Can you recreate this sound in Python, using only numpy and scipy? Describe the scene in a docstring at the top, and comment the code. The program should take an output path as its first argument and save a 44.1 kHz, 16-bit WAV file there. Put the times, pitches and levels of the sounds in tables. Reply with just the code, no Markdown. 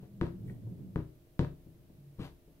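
"""Embroidery on a stretched cloth

A hook pops through fabric on a frame, close by in a small quiet room. Each pop is an impulse, heard as
a sharp tick, and a drum-like thud from the modes of the cloth; the last adds a short knock. Thread rasps
by friction and squeaks twice. A low rumble swells between the first stitches, over faint hum and hiss."""
import sys
import numpy as np
from scipy import signal
from scipy.fft import rfft, irfft, next_fast_len
from scipy.io import wavfile
from scipy.ndimage import map_coordinates

SR = 44100
rng = np.random.default_rng(int(sys.argv[2]) if len(sys.argv) > 2 else 0)


def output_pcm(signal):
    """Save a mono or channel-first signal as 16-bit PCM at the path in sys.argv[1].

    Samples are clipped to [-1, 1] before scaling.
    """
    pcm = np.clip(np.atleast_2d(signal).T, -1, 1) * 32767
    wavfile.write(sys.argv[1], SR, np.round(pcm).astype(np.int16))


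N = 114660


def amp(db):
    """Amplitude ratio of a level in decibels."""
    return 10 ** (np.asarray(db) / 20)


def unit(x):
    """Normalisation to rms 1."""
    return x / np.sqrt(np.mean(x ** 2) + 1e-20)


def along(points, hz):
    """Interpolation of (frequency, value) points on a logarithmic frequency axis."""
    f, v = np.transpose(points)
    return np.interp(np.log(hz + 1), np.log(f + 1), v)


def clock():
    """Sample times in seconds."""
    return np.arange(N) / SR


def wobble(rate):
    """Smooth random modulation: a spline through rate knots a second."""
    return map_coordinates(rng.standard_normal(int(N * rate / SR) + 4), [clock() * rate])


def swell(s, rise, fall):
    """Asymmetric Gaussian envelope that peaks at time s."""
    t = clock() - s
    return np.exp(-.5 * (t / np.where(t < 0, rise, fall)) ** 2)


def add(track, s, x):
    """Superposition of x on track at time s."""
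    part = track[max(round(s * SR), 0):][:len(x)]
    part += x[:len(part)]


def filtered(x, response):
    """Linear filtering: the spectrum of x times a complex frequency response."""
    size = next_fast_len(N + SR // 2)
    return irfft(rfft(x, size) * response(np.fft.rfftfreq(size, 1 / SR)), size)[..., :N]


def stereo_noise(spectrum):
    """Diffuse-field noise: coherent between the channels in the bass, incoherent in the treble."""
    # likeness of left and right: (frequency [Hz], correlation [ratio])
    coherence = [(60, 0.88), (350, 0.79), (900, 0), (2500, 0), (12000, 0)]

    def response(hz):
        angle = np.arccos(np.clip(along(coherence, hz), -1, 1)) / 2
        return amp(along(spectrum, hz)) * [np.cos(angle), np.sin(angle)]

    mid, side = filtered(rng.standard_normal((2, N)), response)
    return np.array([mid + side, mid - side])


def tone(hz, waver_hz):
    """Sinusoid of rms 1 with slight random frequency modulation."""
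    cycles = np.cumsum(hz + waver_hz * wobble(14)) / SR
    return np.sqrt(2) * np.sin(2 * np.pi * (cycles + rng.random()))


def grainy(spectrum, per_s):
    """Shot noise of rms 1: random impulses shaped by a spectrum."""
    grains = rng.standard_normal(N) * (rng.random(N) < per_s / SR)
    return unit(filtered(grains, lambda hz: amp(along(spectrum, hz))))


def room_tone():
    """Stationary background: a line spectrum of hum over broadband noise."""
    # noise floor: (frequency [Hz], relative level [dB])
    floor = [(20, -2), (55, 0.5), (100, -1), (160, -3.5), (210, -16.5), (270, -3), (400, -12.5),
             (620, -14.5), (850, -22), (1300, -26.5), (3000, -28), (7500, -33.5), (10000, -31),
             (12500, -27.5), (16000, -29.5)]
    # hum tones: (frequency [Hz], level [dB])
    hum = [(140, -73.5), (269, -86), (344.5, -72.5), (441, -83), (592, -84), (630, -81.5)]
    hiss = amp(-63.5) * unit(stereo_noise(floor))
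    return hiss + sum(amp(db) * tone(hz, waver_hz=1.34) for hz, db in hum)


def rumble():
    """Amplitude-modulated low noise with short droning tones in it."""
    # rumble spectrum: (frequency [Hz], relative level [dB])
    spectrum = [(20, -14.5), (60, -16.5), (85, -9.5), (115, 4), (150, -5), (185, 0.5), (240, -12),
                (350, -14), (550, -26.5), (900, -39.5), (2000, -59.5), (6000, -61)]
    # rumble envelope: (time [s], level [dB])
    levels = [(0, -52.5), (.08, -61), (.2, -49), (.36, -49.5), (.47, -42.5), (.6, -48.5), (.68, -45),
              (.74, -45), (.92, -49), (1.05, -58), (1.2, -72), (1.6, -72), (1.85, -60.5), (2.15, -65),
              (2.4, -82), (2.6, -63)]
    # low tones: (centre time [s], half length [s], frequency [Hz], level [dB])
    drones = [(0.15, 0.07, 199.6, -54), (0.361, 0.032, 183, -47.5), (0.67, 0.037, 116.1, -39.5),
              (0.875, 0.048, 190.1, -50.5), (2.054, 0.1, 141.6, -55.5)]
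    out = unit(stereo_noise(spectrum)) * amp(np.interp(clock(), *np.transpose(levels)))
    for s, half, hz, db in drones:
        out += amp(db) * np.exp(-((clock() - s) / half) ** 4) * tone(hz, waver_hz=2.4)
    return out


def thud(tilt_db, attack_s, tuning):
    """Free vibration of a membrane: the cloth springs back in one heavy swing and its damped modes ring."""
    # modes of the stretched cloth: (frequency [Hz], level [dB], T60 [s])
    modes = [(40, -22, 0.9), (70.1, -6, 0.36), (104.6, 0, .2), (137.07, -1, 0.37), (167.5, -3.5, 0.35),
             (243.6, -5.5, 0.16), (263, -6, 0.2), (338.6, -6, 0.23), (432.2, -13, 0.17), (458, -8.5, 0.1),
             (579, -13, 0.1), (678, -24.5, 0.15), (764.5, -24, 0.14), (950.4, -20.5, 0.076),
             (1070, -23, 0.05)]
    swing_hz, swing_db, swing_t60_s = 150, 2, 0.071
    scatter_db, detune = 2.3, 0.0118  # each stitch stretches the cloth a little differently
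    t = np.arange(SR // 2) / SR
    ring = np.zeros_like(t)
    for hz, db, t60 in [*modes, (swing_hz, swing_db, swing_t60_s)]:
        level_db = db + scatter_db * rng.normal() + tilt_db * np.log2(hz / swing_hz)
        mode_hz = hz * (tuning + detune * rng.normal())
        ring += amp(level_db - 60 * t / t60) * np.cos(2 * np.pi * mode_hz * t)
    return ring * (1 - np.exp(-(t / attack_s) ** 2))


def rasp():
    """Sliding friction: fibres slip through the weave in dense tiny impulses."""
    # thread pulls: (peak time [s], rise [s], fall [s], level [dB])
    pulls = [(.036, 0.024, 0.024, -72), (2.199, 0.0045, 0.0091, -61), (2.238, 0.025, 0.031, -53.5)]
    # rasp of a pull: (frequency [Hz], relative level [dB])
    pull_spectrum = [(100, -17), (400, 2), (1000, 2), (2000, -6), (4000, -9.5), (5500, -19), (7000, -23.5),
                     (10000, -24), (12800, -20), (15000, -60)]
    # hiss of the thread around the squeaks: (frequency [Hz], relative level [dB])
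    slide_spectrum = [(500, -10), (2200, 0), (4000, -7), (6500, -15), (8500, -6.5), (11500, -8),
                      (13500, -8), (15500, -14)]
    grains_per_s = 6700
    envelope = sum(amp(db) * swell(s, rise, fall) for s, rise, fall, db in pulls)
    pulling = grainy(pull_spectrum, grains_per_s) * envelope
    sliding = amp(-72.5) * grainy(slide_spectrum, grains_per_s) * swell(.492, rise=.031, fall=.031)
    return pulling + sliding


def tick(cut_hz, size=2048):
    """Sudden release radiates a minimum-phase pulse, here of peak 1; a softer release is duller."""
    # pulse spectrum before the low-pass: (frequency [Hz], relative level [dB])
    spectrum = [(30, -59.5), (300, 8.5), (780, 3), (1080, 9), (1400, 4.5), (1750, 3.5), (2150, -2.5),
                (2600, -4), (3900, -3.5), (5600, -9.5), (9000, -9.5), (16000, -11)]
    hz = np.fft.rfftfreq(size, 1 / SR)
    magnitude = amp(along(spectrum, hz)) / np.sqrt(1 + (hz / cut_hz) ** 4)
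    cepstrum = irfft(np.log(magnitude))
    pulse = irfft(np.exp(rfft(2 * cepstrum[:size // 2], size)))  # causal half: energy comes first
    return pulse / np.abs(pulse).max()


def crackle(pop_s):
    """Relaxation: the cloth settles after a pop in a fading burst of sparse impulses."""
    # crackle spectrum: (frequency [Hz], relative level [dB])
    spectrum = [(100, -17), (600, 15), (1500, 5), (3000, 2), (4800, -7), (6500, -17), (14000, -20)]
    return grainy(spectrum, per_s=500) * swell(pop_s + 0.011, rise=0.0068, fall=0.04)


def hook():
    """Impulsive excitation: the hook nudges the cloth, pops through it or catches the thread."""
    # soft pushes on the cloth: (time [s], level [dB], tilt [dB/octave])
    nudges = [(.025, -49.5, 3), (0.498, -53, 3), (0.665, -55, 4), (.688, -60, -8), (1.661, -49.5, -1),
              (1.89, -58.5, 3), (2.185, -41.5, 0), (2.474, -57, 1.5)]
    # punctures: (time [s], thud level [dB], thud tilt [dB/octave], tick level [dB],
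    # tick cut-off [Hz], cloth tuning [ratio], thud attack [s])
    pops = [(0.213, -26.5, 0, -23.5, 2140, .985, 0.00076),
            (0.9593, -30.5, 0.94, -28.5, 1630, 0.91, 0.00071), (1.3930, -26.5, .5, -23, 3220, 1.0, 0.00067),
            (2.1957, -35.5, -1.5, -45, 810, 1.02, 0.0024)]
    # lighter ticks on the thread after a pop: (time [s], level [dB], cut-off [Hz])
    catches = [(0.2669, -39, 2020), (1.0018, -45.5, 1700), (1.4478, -35.5, 2400)]
    crackle_db = -36.5  # relative to the tick
    out = np.zeros(N)
    for s, db, tilt_db in nudges:
        add(out, s, amp(db) * thud(tilt_db, attack_s=0.0026, tuning=0.94))
    for s, thud_db, tilt_db, tick_db, cut_hz, tuning, attack_s in pops:
        add(out, s, amp(thud_db) * thud(tilt_db, attack_s, tuning))
        add(out, s, amp(tick_db) * tick(cut_hz))
        out += amp(tick_db + crackle_db) * crackle(s)
    for s, db, cut_hz in catches:
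        add(out, s, -amp(db) * tick(cut_hz))
    return out


def squeaks_and_knock():
    """Tone bursts of unsteady pitch: two thread squeaks, and the hook's 1 kHz knock at the last pop."""
    # two squeaks, then the knock: (peak time [s], rise and fall [s], frequency [Hz], level [dB])
    bursts = [(0.484, .004, 1910, -66), (.499, 0.0025, 1910, -53.5), (2.201, 0.0046, 1025, -53.5)]
    jitter = 0.108  # share of the pitch
    out = np.zeros(N)
    for s, width, hz, db in bursts:
        pitch = hz * (1 + jitter * wobble(1200))
        out += amp(db) * swell(s, width, width) * np.sin(2 * np.pi * np.cumsum(pitch) / SR)
    return out


def reverberation(x):
    """Convolution with a diffuse tail that decays exponentially, fastest in the treble."""
    # reverberation time: (frequency [Hz], T60 [s])
    t60 = [(80, 0.76), (300, 0.33), (1200, 0.26), (4000, 0.24), (12000, 0.19)]
    # tail spectrum: (frequency [Hz], gain [dB])
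    colour = [(40, -12), (150, -18.5), (400, -0.5), (1000, -3), (2500, -3), (5000, 1), (9000, 2),
              (15000, 2.5)]
    build_s = 0.0057
    hz, t, bands = signal.stft(stereo_noise(colour)[:, :SR // 2], SR, nperseg=256)
    decay = amp(-60 * t / along(t60, hz)[:, None]) * (1 - np.exp(-t / build_s))
    decay /= np.sqrt(np.sum(decay ** 2, axis=1, keepdims=True) * t[1] * SR)  # unit energy in each band
    tail = signal.istft(bands * decay, SR, nperseg=256)[1]
    return signal.fftconvolve(x[None], tail, axes=1)[:, :N]


def room(x, walls_db, tail_db):
    """Superposed paths: direct sound from the left, two early reflections and reverberation."""
    # level difference of the direct sound: (frequency [Hz], left over right [dB])
    left_db = [(60, 2.8), (300, 3.6), (1000, 5.2), (4000, 7.1), (15000, 6)]
    # wall reflections: (delay [s], left gain [dB], right gain [dB])
    echoes = [(.0040, -13.5, -14), (0.0193, -12, -18.5)]
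    left_lead_s, wall_cut_hz, tail_left_db = 0.00013, 8500, 1
    side = np.array([[.5], [-.5]])

    def direct(hz):
        return amp(side * along(left_db, hz)) * np.exp(2j * np.pi * hz * side * left_lead_s)

    def walls(hz):
        paths = sum(amp([[left], [right]]) * np.exp(-2j * np.pi * hz * s) for s, left, right in echoes)
        return paths / (1 + 1j * hz / wall_cut_hz)

    tail = amp(tail_db + side * tail_left_db) * reverberation(x)
    return filtered(x, direct) + amp(walls_db) * filtered(x, walls) + tail


def scene():
    """Superposition of the stitching in the room and its background."""
    pops = room(hook(), walls_db=0, tail_db=-1)
    small_sounds = room(rasp() + squeaks_and_knock(), walls_db=-13, tail_db=-4.5)
    return room_tone() + rumble() + pops + small_sounds


def record(dry):
    """Band limiting by an ideal low-pass filter."""
    top_hz = 15780
    return filtered(dry, lambda hz: hz < top_hz)


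dry = scene()
out = record(dry)
output_pcm(out)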